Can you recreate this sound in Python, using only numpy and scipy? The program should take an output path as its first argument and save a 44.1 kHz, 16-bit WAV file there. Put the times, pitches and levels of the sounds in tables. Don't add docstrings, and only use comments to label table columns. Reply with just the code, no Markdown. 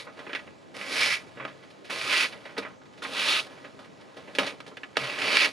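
import sys
import numpy as np
from scipy import signal
from scipy.fft import rfft, irfft, next_fast_len
from scipy.io import wavfile
from scipy.ndimage import uniform_filter1d

SR = 44100
rng = np.random.default_rng(int(sys.argv[2]) if len(sys.argv) > 2 else 0)


def bounce(signal):
    frames = np.transpose(np.atleast_2d(signal))
    limited = np.clip(frames, -1, 1)
    pcm = np.round(limited * 32767).astype(np.int16)
    wavfile.write(sys.argv[1], SR, pcm)


N = 243431
LEAD_IN = 256


def gain_of(db):
    return 10 ** (np.asarray(db) / 20)


def evened(x):
    return x / np.sqrt(np.mean(x ** 2) + 1e-20)


def read(points, hz):
    f, value = np.transpose(points)
    return np.interp(np.log(hz + 1), np.log(f + 1), value)


def add(mix, s, sound):
    part = mix[round(s * SR):][:len(sound)]
    part += sound[:len(part)]


def causal(gain):
    log = np.log(np.maximum(np.r_[gain, gain[-2:0:-1]], 1e-5))
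    taps = np.fft.ifft(np.exp(np.conj(signal.hilbert(log)))).real[:4096]
    return taps / np.linalg.norm(taps)


def resonate(x, hz, width):
    turn = np.exp(2j * np.pi * np.cumsum(hz * np.ones(len(x))) / SR)
    r = np.exp(-np.pi * width / SR)
    return 2 * (turn * signal.lfilter([1 - r], [1, -r], x / turn)).real


def room_tone():
    # f/Hz, relative density/dB
    air = [(15, -59), (25, -24), (65, -34), (107, 4), (276, 5), (659, 0), (771, -3), (835, 0), (2460, -23),
           (5020, -23.5), (7660, -24), (10500, -70.5), (13700, -99)]
    # f/Hz, likeness (clipped to -1..1)
    air_same = [(60, 0.4), (180, -0.27), (520, 0.1), (1530, -1), (4500, 0.7), (13200, 1.5)]
    level_db, patch_db = -51.5, 1.8
    frames, hz = N // 256 + 5, np.fft.rfftfreq(1024, 1 / SR)
    a, b, c, d, patches = rng.standard_normal((frames, 513, 5)).T
    patches = uniform_filter1d(patches, size=10, axis=0)
    patches = evened(uniform_filter1d(patches, size=10, axis=1))
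    same = np.clip(read(air_same, hz), -1, 1)[:, None]
    left = a + 1j * b
    right = same * left + np.sqrt(1 - same ** 2) * (c + 1j * d)
    z = np.array([left, right]) * gain_of(read(air, hz)[:, None] + patch_db * patches)
    noise = signal.istft(z, nperseg=1024, noverlap=768)[1][:, :N]
    return gain_of(level_db) * evened(noise)


def booth(x):
    # f/Hz, t60/s
    walls = [(150, 0.24), (700, 0.3), (2000, 0.018), (8000, 0.047)]
    # f/Hz, level/dB
    wet = [(150, -8), (700, -16), (2100, -7), (4000, -9), (8000, -10.5), (12000, -10.5)]
    taps = np.zeros((2, 16000))
    at = np.arange(100, 15980, 20) + rng.integers(0, 20, (2, 794))
    np.put_along_axis(taps, at, rng.choice([-1., 1.], at.shape), 1)
    hz, t, z = signal.stft(taps, SR, nperseg=256)
    z = z * gain_of(-60 * t / read(walls, hz)[:, None])
    impulse = signal.stft(signal.unit_impulse(999, 500), nperseg=256)[2]
    z *= (gain_of(read(wet, hz)) / np.linalg.norm(z, axis=2).clip(1e-9))[..., None]
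    z *= np.linalg.norm(impulse, axis=1)[:, None]
    reflections = signal.istft(z, SR, nperseg=256)[1]
    return signal.fftconvolve(x[None], reflections, axes=1)[:, :N]


def ports(x):
    # f/Hz, left minus right/dB
    lean = [(60, 3), (110, 2), (200, 3), (360, 1), (660, -1), (1200, -2.5), (2190, -6), (3990, 0),
            (7260, 0), (13200, -0.4)]
    # f/Hz, lead of the left port/rad
    lead = [(0, -0.04), (500, -0.5), (800, -0.6), (1900, -0.6), (2700, 0.5), (3400, 0.2), (5000, 0.2),
            (13000, 0)]
    size = next_fast_len(N)
    hz = np.fft.rfftfreq(size, 1 / SR)
    half = gain_of(read(lean, hz) / 2) * np.exp(.5j * read(lead, hz))
    return irfft(rfft(x, size) * np.array([half, 1 / half]), size)[:, :N]


def hums():
    # t of the peak/s, level/dB, length between the 1/e points/s
    pushes = [(1.07, -57.5, 0.15), (1.46, -58.5, 0.27), (2.052, -55, 0.15), (3.375, -62.5, 0.23),
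              (4.446, -55, 0.17), (5.03, -47.5, 0.082), (5.25, -57, 0.13)]
    hum_hz, width_hz = 134, 5.3
    t = np.arange(N) / SR
    swell = sum(gain_of(db) * np.exp(-(2 * (t - s) / length) ** 2) for s, db, length in pushes)
    return swell * evened(resonate(rng.standard_normal(N), hum_hz, width_hz))


def paper_colours():
    # f/Hz, relative density/dB
    paper = [(82, -35.5), (140, -27), (218, -19.5), (279, -3.5), (319, -7.5), (637, 0), (701, -8), (757, 1),
             (1370, 10.5), (2680, 0.5), (4770, -12.5), (8000, -30.5), (9880, -27.5), (11700, -35.5),
             (13700, -70)]
    # f/Hz, width/Hz, level/dB
    mode_list = [(203.6, 6.1, 23), (267.4, 15, 7), (467, 57, 3), (575, 6.6, 3), (648, 6.3, 8),
                 (1056, 24, 6), (1250, 6.8, 5.5), (1448, 2.7, -11.5), (1640, 7.1, -46), (2574, 28, -20),
                 (3030, 8.1, -11), (3560, 2.8, -9), (4070, 6.7, -40)]
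    split_hz = [800, 1700, 3400, 6500]
    hz = np.fft.rfftfreq(8192, 1 / SR)
    modes = 1 + sum(gain_of(db) / np.hypot(1, 2 * (hz - f) / width) for f, width, db in mode_list)
    response = causal(gain_of(read(paper, hz)) * modes)
    whole = rfft(np.r_[np.zeros(LEAD_IN), response], 8192)
    below = [0 * hz] + [1 / (1 + (hz / edge) ** 8) for edge in split_hz] + [1 + 0 * hz]
    parts = irfft(whole * np.diff(below, axis=0))[:, :4096]
    return parts / np.linalg.norm(parts, axis=1, keepdims=True)


def ticks(shape, per_s, spread_db, smooth):
    chance, hard = rng.random(shape), rng.exponential(1, shape)
    sign, fine = rng.standard_normal((2, *shape))
    slips = gain_of(spread_db * np.minimum(hard, 6)) * np.sign(sign) * (chance < per_s / SR)
    return evened(evened(slips) + smooth * fine)


def snaps(colours, length=6000):
    # t/s, level/dB, then against it boom/dB, rustle/dB, treble/dB; t60/s
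    cracks = [(0.191, -44, -3, -1, -7.5, 0.1), (0.267, -39.5, -1.5, -6, -25, 0.084),
              (0.2945, -40.5, -2.5, -6, -22, 0.14), (0.3313, -30, -11, -17, -15, 0.066),
              (0.3499, -28, -12, -11, -12.5, .1), (0.392, -43.5, -6, -5, -11, 0.092),
              (0.4755, -47.5, -1, -8, -27, 0.097), (0.744, -52, 1, -21, -16, 0.044),
              (0.813, -37, -12, -11, -14, .1), (1.451, -35.5, 0, -1.5, -13, 0.054),
              (2.0137, -30.5, -16, -27, -5, 0.026), (2.3245, -43, -2.5, -6, -4.5, 0.14),
              (2.65, -41.5, -0.5, -1, -19, 0.2), (2.816, -62.5, 8, 5, -6, 0.11),
              (3.1345, -51.5, -11, 13, 13, 0.043), (3.7908, -59.5, 12, 6, 2.5, 0.31),
              (4.0103, -58, -13, -17, 0, 0.11), (4.351, -37.5, -1.5, -18, -1, 0.1),
              (4.3857, -21, -3, -12.5, -5, 0.084), (4.6037, -42, -3.5, -2, -5.5, 0.055),
              (4.665, -51, 0, -3, -0.5, 0.088), (4.716, -59, 13.5, 4, -14, 0.1),
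              (4.7702, -39.5, -4, -20, -9, 0.074), (4.8337, -34, -6, -12, -16.5, 0.063),
              (4.9693, -22.5, 0, -11, -4.5, 0.055), (5.121, -40, -13, -12, -8, .06),
              (5.1881, -34, -4, -18, -1, .06), (5.2198, -31, -3, -16, -6, 0.035)]
    swells = [(0.065, -47, 7, 4, -14, 0.16), (0.165, -52, 6.5, -1, -7, 0.42),
              (1.367, -45, 4, -2, -20, 0.18), (1.395, -38.5, 0, -2, -25, 0.29),
              (1.472, -44, 2, -4, -9, 0.17), (1.622, -50.5, -7, -8, -10, 0.17),
              (1.7, -52.5, -11, -10, 1, 0.086), (1.841, -51.5, -6, -14, -1.5, 0.56),
              (1.894, -30, -4, -5, -10, 0.071), (2.45, -38, -3.5, -13, -13, 0.13),
              (2.487, -47.5, 3, -2, -23, 0.17), (2.564, -35, -1, -5, -15, 0.083),
              (2.575, -30.5, 6, 1.5, 0.5, 0.09), (2.618, -37.5, -1, -6, -11, 0.13),
              (2.85, -56, -4, -3, -3, 0.093), (2.93, -58, -11, -10, 0, 0.095),
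              (2.972, -52, 3, -10, -1, 0.15), (3.018, -38.5, -1, 4, -6, .08),
              (3.046, -27.5, -12, -8, -17, 0.063), (3.574, -51, 4, -2, -10, .1),
              (3.64, -43.5, 3, -4, -12, 0.15), (3.84, -52.5, 0, -5, -5, 0.13),
              (4.164, -47, 9.5, -6, -2.5, 0.16), (4.274, -47, 7.5, -34, -21.5, .18),
              (4.46, -35, -6, -10, 1, 0.15), (4.671, -52.5, 13.5, -7, 4.5, 0.13),
              (4.952, -34.5, -14, -10, -14, .05)]
    crack_db, head_db, head_s = 15.5, 0.5, 0.0015
    swell_s = 0.0054
    hiss_db, hiss_share = -12.5, 1.21
    out, t = np.zeros(N), np.arange(length) / SR
    events, n = cracks + swells, len(cracks)
    rattles = ticks((len(events), length), per_s=4000, spread_db=1.5, smooth=0.54)
    rattles[:n] *= gain_of(head_db * np.exp(-t / head_s))
    rattles[:n, 0] = gain_of(crack_db)
    rattles[n:] *= 1 - np.exp(-(t / swell_s) ** 2)
    for (s, level_db, boom, rustle, treble, t60), rattle in zip(events, rattles):
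        drive = gain_of(-60 * t / max(t60, .01)) * rattle
        colour_db = boom, rustle, 0, treble, hiss_db + hiss_share * treble
        sound = sum(gain_of(level_db + db) * signal.oaconvolve(drive, c) for db, c in zip(colour_db, colours))
        add(out, s - LEAD_IN / SR, sound)
    return out


def pull_gains(t):
    # t/s, scrape/dB, treble against scrape/dB, boom/dB
    strokes = [
        [(0.75, -45, -12, -58), (0.758, -49, -5, -50), (0.882, -41.5, -6, -50), (0.922, -38, -1, -40),
         (1.024, -26.5, -4.5, -43), (1.09, -30.5, -3, -44.5), (1.122, -29, -6.5, -46), (1.14, -28, -6.5, -56),
         (1.26, -72.5, -8, -67), (1.29, -66, -6, -82)],
        [(1.905, -37.5, -4.5, -41.5), (1.969, -41, -1, -47), (2.021, -37, -3, -48.5), (2.059, -38, -2, -46),
         (2.131, -25.5, -6, -42), (2.217, -26.5, -3.5, -45.5), (2.255, -32.5, -5.5, -46),
         (2.291, -51.5, 0, -69), (2.311, -68, 6, -71), (2.32, -57, -6, -67)],
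        [(3.03, -48.5, 4.5, -52), (3.058, -47.5, -1, -41.5), (3.11, -48, 0, -47), (3.212, -30, -4.5, -43.5),
         (3.31, -30.5, 2.5, -41), (3.328, -28, -1, -42), (3.398, -30.5, -3.5, -48.5), (3.412, -50, 8, -48),
         (3.458, -63, 3, -88), (3.47, -59, 2, -53)],
        [(4.99, -41, -5, -46), (5.012, -35.5, -9, -43.5), (5.172, -39.5, -9.5, -45.5), (5.23, -32, -7.5, -36),
         (5.38, -25, -5, -37.5), (5.396, -25, -6, -47), (5.424, -23.5, -7, -36.5), (5.462, -26, -7.5, -41),
         (5.472, -34, -7, -35), (5.52, -56, 1, -66)],
    ]
    more_pulls = [
        [(0.0, -46.5, 1, -55), (0.012, -52.5, 1, -53), (0.038, -62, -1, -80), (0.06, -68, 1, -59)],
        [(4.41, -40.5, 1, -32.5), (4.506, -45, -3, -45.5), (4.556, -77, 4, -55), (4.58, -66, -18, -64)],
    ]
    # lower ring/Hz, upper ring/Hz, upper ring level/dB, rustle/dB, hiss/dB
    spans = [(2250, 5150, 3, -6.5, -9.5), (2470, 4600, -6, -5, -10.5), (2640, 3670, -3, -4, -12),
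             (2410, 4550, 0.5, -7.5, -11.5), (2260, 4000, 3, -1.5, -10), (2340, 2700, -11, -7, -17)]
    touch_s = .01
    rustle_share = 0.59
    full_db, hiss_follows = -31.5, 0.83
    gains, rings = np.zeros((5, N)), []
    for curve, (*ring, rustle_db, hiss_db) in zip(strokes + more_pulls, spans):
        s, scrape, treble, boom = np.transpose(curve)
        rasp = scrape + treble
        rustle = rustle_db + boom + rustle_share * (scrape - boom)
        hiss = hiss_db + full_db + hiss_follows * (rasp - full_db)
        touch = np.clip(np.minimum(t - s[0], s[-1] - t) / touch_s + 1, 0, 1)
        gains += touch * gain_of([np.interp(t, s, db) for db in (boom, rustle, scrape, rasp, hiss)])
        rings += [(s[0], *ring), (s[-1], *ring)]
    return gains, np.transpose(sorted(rings))


def rubbing(colours, lower_db=9.5):
    # t/s, level/dB
    handling = [(0.1, -51.5), (0.23, -46.5), (0.36, -43.5), (0.54, -53), (0.74, -52.5), (1.3, -49),
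                (1.55, -49.5), (1.88, -53), (2.35, -44.5), (2.52, -47), (2.69, -49), (2.8, -56.5),
                (3.0, -50.5), (3.5, -44), (3.86, -52.5), (4.12, -50), (4.35, -45.5), (4.6, -51),
                (4.95, -50.5)]
    # boom, rustle, scrape, rasp, hiss/dB
    loose_db = [-8.5, -17.5, -14, -17.5, -26.5]
    tears_per_s, tears_db = 120, -9
    t = np.arange(N) / SR
    gains, (s, lower_hz, upper_hz, upper_db) = pull_gains(t)
    drive = ticks((N,), per_s=5000, spread_db=3.0, smooth=0.87)
    drive += gain_of(tears_db) * ticks((N,), per_s=tears_per_s, spread_db=2.5, smooth=0.0)
    loose = [signal.oaconvolve(drive, c)[LEAD_IN:][:N] for c in colours]
    boom, rustle, scrape, rasp, hiss = loose
    lower_ring = resonate(scrape + rasp, np.interp(t, s, lower_hz), 650)
    upper_ring = resonate(rasp, np.interp(t, s, upper_hz), 1000)
    scrape = scrape + gain_of(lower_db) * lower_ring
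    rasp = rasp + gain_of(np.interp(t, s, upper_db)) * upper_ring
    pulled = sum(gain * evened(part) for gain, part in zip(gains, (boom, rustle, scrape, rasp, hiss)))
    handled = gain_of(np.interp(t, *np.transpose(handling))) * (gain_of(loose_db) @ loose)
    return pulled + handled


def scene():
    colours = paper_colours()
    sheet = rubbing(colours) + snaps(colours) + hums()
    return ports(sheet) + booth(sheet) + room_tone()


def record(dry):
    edge_hz = 13800
    taps = signal.firwin(511, edge_hz, window=("kaiser", 9), fs=SR)
    return signal.oaconvolve(dry, taps[None], "same")


dry = scene()
out = record(dry)
bounce(out)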